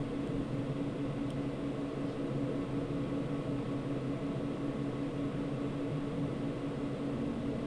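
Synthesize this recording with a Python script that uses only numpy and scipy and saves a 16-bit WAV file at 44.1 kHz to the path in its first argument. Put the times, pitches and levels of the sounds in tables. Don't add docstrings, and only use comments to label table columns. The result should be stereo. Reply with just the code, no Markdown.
import sys
import numpy as np
from scipy import signal
from scipy.fft import rfft, irfft
from scipy.io import wavfile
from scipy.ndimage import uniform_filter1d

SR = 44100
rng = np.random.default_rng(int(sys.argv[2]) if len(sys.argv) > 2 else 0)


def dump_mix(stems):
    frames = np.atleast_2d(stems).T
    limited = np.clip(frames, -1, 1)
    pcm = np.round(limited * 32767).astype(np.int16)
    wavfile.write(sys.argv[1], SR, pcm)


N = 337806

# t/s, slip/Hz
FAN_SLIP = [(0.0, 0.755), (0.7, 0.659), (1.5, 0.697), (2.2, 0.772), (3.2, 0.737), (4.0, 0.795),
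            (5.2, 0.729), (6.2, 0.688), (7.66, 0.696)]
# shaft harmonic (rounded in use), left level/dB, right level/dB, left lead/rad
FAST_FAN_TONES = [(1, -67, -70, -1), (7, -41, -45, 0.24), (14, -62.5, -63.5, 1.8), (19.75, -72.5, -65, 2.6),
                  (21, -69.5, -68, 3), (28, -64.5, -71, -0.3), (30, -73.5, -78, 0),
                  (32, -63.5, -65.5, -1.5), (35, -71.5, -84, 2.5), (36, -70, -75.5, -2.5),
                  (44, -84.5, -77.5, -7.5), (60, -72, -81, -5.5)]
SLOW_FAN_TONES = [(1, -66, -66, -.4), (7, -42.5, -46.5, 0.23), (14, -59, -61, 0.086),
                  (21, -70, -69.5, 0.58), (28, -59.5, -68, .6), (30, -78, -80.5, 1.7)]
# t/s, mid-range rush gain/dB, upper fan tone gain/dB
TIMBRE = [(0, -0.4, -7), (1.3, -0.3, -4), (2.1, 0.8, -1), (3.2, 0.6, 1), (5.0, 0.4, 0.5), (6.5, .3, -1),
          (7.66, 1.1, -3)]
# f/Hz, level in 1 Hz/dB
AIR_MID = [(20, -70), (32, -74.5), (100, -78), (120, -66), (250, -67.5), (520, -74.5), (800, -81),
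           (1100, -80.5), (1600, -89.5), (3400, -94.5), (6200, -108.6), (9300, -106.0), (11300, -125.0),
           (15500, -131.9)]
AIR_SIDE = [(20, -73), (35, -78), (95, -88), (140, -86), (330, -78.5), (700, -84), (800, -82),
            (1600, -88.5), (3400, -93.5), (6200, -108.3), (9300, -122.1), (11500, -140.1), (15500, -140.0)]
# f/Hz, width/Hz, mid gain/dB, side gain/dB
CASE_ROOM_MODES = [(137.7, 33, 12, 10), (194, 10, -1, 11.5), (221.4, 10, 5.5, 4), (255.5, 20, 5, -5.5),
                   (317, 20, 3.5, -4), (355.6, 15, 5.5, -7), (390, 7, -4, -7.5), (443.8, 27, 7.5, 6.5),
                   (477, 16.4, 7, 5.5), (510, 46, 7.5, -1), (631.8, 33.4, 8, 4.5), (660, 13, 7, -4.5),
                   (683, 40, 1, 8.5), (787, 29, -5.5, 2.5), (938, 48, -5.5, -3), (1158, 24, -4, -1.5),
                   (1330, 27, 0.5, 0), (1507, 84, 1, 1.5), (2012, 110, 6, -4), (2650, 130, 3.5, -1.5),
                   (2840, 110, 2.5, -3), (3270, 140, 3, 2), (3480, 67, 3.5, 1.5), (3820, 95, 4, -2)]
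# f/Hz, left minus right/dB
AIR_BALANCE = [(60.0, 1.5), (160.0, 1.5), (290.0, 1.5), (400.0, 0), (600.0, -1.5), (730.0, 2),
               (900.0, -0.5), (1150.0, 3.5), (1600.0, -2.5), (2450.0, 4.5), (4000.0, -0.5), (5200.0, 4.5),
               (7500.0, 5.5), (10200.0, -1)]
# f/Hz, left lead/rad
AIR_LEAD = [(300, 0), (380, -0.081), (540, 0.56), (650, 1.4), (760, .6), (1100, 0.29), (1500, .1),
            (2200, 0.18), (3200, 0.085)]
# t/s, level/dB
RUMBLE_SWELLS = [(0.0, -41.5), (0.21, -46.5), (0.44, -36), (0.48, -44.5), (0.71, -35), (0.75, -44.5),
                 (1.46, -40), (1.5, -46.5), (1.92, -47.5), (2.09, -38.5), (2.13, -52), (2.36, -38.5),
                 (2.67, -50), (2.69, -40.5), (4.95, -44), (5.01, -36), (5.05, -52), (5.16, -42),
                 (5.85, -43.5), (5.93, -35), (6.04, -45.5), (6.31, -35.5), (6.35, -44), (7.5, -44.5)]
# f/Hz, level/dB
HUM_TONES = [(62, -60), (8717, -89)]
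# t/s, 1/e half-width/s, low f/Hz, high f/Hz, level/dB
TOUCHES = [(.09, .05, 18, 40, -50), (.38, .05, 18, 45, -47), (2.1, 0.049, 3600, 5400, -66)]
# t/s, impulse level/dB, settling delay/s, settling gain/dB
KNOB_TICKS = [(0.2738, -51, 0.01, -9), (1.3042, -44, 0.0029, -7)]
# f/Hz, gain/dB, T60/s
KNOB_RING = [(3190, 4.5, 0.011), (3700, -2, .007), (5200, -6, .006), (7670, -9.5, 0.013),
             (8460, -4, 0.0065), (9300, -3, 0.0056), (12000, -17, 0.0018)]


def from_db(db):
    return 10 ** (np.asarray(db) / 20)


def over_time(table):
    t_s, *columns = np.transpose(table)
    return [np.interp(np.arange(N) / SR, t_s, column) for column in columns]


def bin_hz():
    return np.maximum(np.arange(N // 2 + 1) * SR / N, 1)


def over_frequency(table):
    f_hz, values = np.transpose(table)
    return np.interp(np.log(bin_hz()), np.log(f_hz), values)


def drift(corner_hz):
    slow = irfft(rfft(rng.standard_normal(N)) / (1 + (bin_hz() / corner_hz) ** 2) ** 2, N)
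    return slow / slow.std()


def bandpass(x, edges_hz):
    return signal.sosfiltfilt(signal.butter(3, edges_hz, "band", fs=SR, output="sos"), x)


def tone(phase_rad, rms_db):
    return np.sqrt(2) * from_db(rms_db) * np.cos(phase_rad)


def fan(shaft_hz, tones, upper_db, waver_db, wobble_turns):
    turns = np.cumsum(shaft_hz) / SR + wobble_turns * drift(3.0)
    inflow_db = waver_db * drift(2.8)
    out = np.zeros((2, N))
    for harmonic, left_db, right_db, lead_rad in tones:
        phase_rad = 2 * np.pi * round(harmonic) * turns
        swell_db = inflow_db + upper_db * (harmonic > 20)
        out[0] += tone(phase_rad + lead_rad / 2, left_db + swell_db)
        out[1] += tone(phase_rad - lead_rad / 2, right_db + swell_db)
    return out


def airflow():
    level_db = np.array([over_frequency(AIR_MID), over_frequency(AIR_SIDE)])
    for f_hz, width_hz, mid_db, side_db in CASE_ROOM_MODES:
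        peak = 1 / (1 + (2 * (bin_hz() - f_hz) / width_hz) ** 2)
        level_db += np.outer([mid_db, side_db], peak)
    mid, side = rfft(rng.standard_normal((2, N))) * from_db(level_db) * np.sqrt(SR / 2)
    pan = from_db(over_frequency(AIR_BALANCE) / 2) * np.exp(0.5j * over_frequency(AIR_LEAD))
    stereo = np.array([(mid + side) * pan, (mid - side) / pan])
    echo_share = over_frequency([(400, 0), (900, 1), (6000, 1), (8000, 0)])
    room = 1 + echo_share * (reflections() - 1)
    return irfft(stereo * room, N)


def reflections(count=24, echo_db=-27, longest_s=0.03):
    delay_samples = (rng.uniform(0.1012, 1, (count, 2)) * longest_s * SR).astype(int)
    response = np.zeros((2, N))
    response[:, 0] = 1
    response[np.arange(2), delay_samples] += from_db(echo_db) * rng.choice([-1, 1], (count, 2))
    return rfft(response / np.linalg.norm(response, axis=1, keepdims=True))


def surge(air, midrange_db, rumble_db=-42.5, swing=0.84, window_s=0.35, steadiness=0.73):
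    rumble = bandpass(air, edges_hz=(105, 175))
    running_rms = np.sqrt(uniform_filter1d(rumble.mean(axis=0) ** 2, int(window_s * SR)) + 1e-12)
    evened = rumble / running_rms ** steadiness
    swell_db, = over_time(RUMBLE_SWELLS)
    gain = from_db(rumble_db + swing * (swell_db - swell_db.mean())) / evened.mean(axis=0).std()
    midrange_shift = bandpass(air, edges_hz=(400, 750)) * (from_db(midrange_db) - 1)
    return air - rumble + gain * evened + midrange_shift


def hum(waver_db=3.5):
    t_s = np.arange(N) / SR
    return sum(tone(2 * np.pi * f_hz * t_s, db + waver_db * drift(1.8)) for f_hz, db in HUM_TONES)


def handling():
    t_s = np.arange(N) / SR
    out = np.zeros(N)
    for peak_s, half_width_s, low_hz, high_hz, level_db in TOUCHES:
        noise = bandpass(rng.standard_normal(N), (low_hz, high_hz))
        swell = np.exp(-((t_s - peak_s) / half_width_s) ** 2)
        out += from_db(level_db) * noise / noise.std() * swell
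    return out


def knob_snap(impulses, gain_db=-5, t60_s=0.007, edges_hz=(2600, 9500)):
    decay = np.exp(-np.log(1000) / (t60_s * SR))
    burst = signal.lfilter([1], [1, -decay], impulses) * rng.standard_normal(N)
    treble = signal.butter(2, edges_hz, "band", fs=SR, output="sos")
    return from_db(gain_db) * signal.sosfilt(treble, burst)


def knob_ticks(pan_db=(3, -3)):
    impulses = np.full(N, 1e-18)
    for t_s, level_db, settle_s, settle_db in KNOB_TICKS:
        impulses[round(t_s * SR)] += from_db(level_db)
        impulses[round((t_s + settle_s) * SR)] += from_db(level_db + settle_db)
    ring = np.zeros(N)
    for k, (f_hz, gain_db, t60_s) in enumerate(KNOB_RING):
        decay = np.exp(-np.log(1000) / (t60_s * SR))
        step_rad = 2 * np.pi * f_hz / SR
        poles = [1, -2 * decay * np.cos(step_rad), decay ** 2]
        ring += (-1) ** k * from_db(gain_db) * signal.lfilter([0, np.sin(step_rad)], poles, impulses)
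    return np.outer(from_db(pan_db), ring + knob_snap(impulses))


def drone(f_hz=78.2, full_s=7.15, hold_s=0.31, rise_db_per_s=130, fall_db_per_s=50):
    t_s = np.arange(N) / SR - full_s
    swell_db = rise_db_per_s * np.minimum(t_s, 0) - fall_db_per_s * np.maximum(t_s - hold_s, 0)
    phase_rad = 2 * np.pi * f_hz * t_s
    return from_db(swell_db) * (tone(phase_rad, rms_db=-52.5) + tone(3 * phase_rad, rms_db=-43))


def scene(fast_hz=40.547):
    midrange_db, upper_db = over_time(TIMBRE)
    slip_hz, = over_time(FAN_SLIP)
    shaft_hz = np.full(N, fast_hz)
    fast_fan = fan(shaft_hz, FAST_FAN_TONES, upper_db, waver_db=0.53, wobble_turns=0.0036)
    slow_fan = fan(shaft_hz - slip_hz, SLOW_FAN_TONES, upper_db, waver_db=0.5, wobble_turns=0.003)
    rush = surge(airflow(), midrange_db)
    return fast_fan + slow_fan + rush + hum() + knob_ticks() + handling() + drone()


def record(dry, fade_s=0.0014, cutoff_hz=15700):
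    edge_samples = np.minimum(np.arange(N), np.arange(N)[::-1])
    fade = np.minimum(edge_samples / (fade_s * SR), 1)
    lowpass = signal.ellip(10, 0.1, 80, cutoff_hz, fs=SR, output="sos")
    return signal.sosfilt(lowpass, dry * fade)


dry = scene()
out = record(dry)
dump_mix(out)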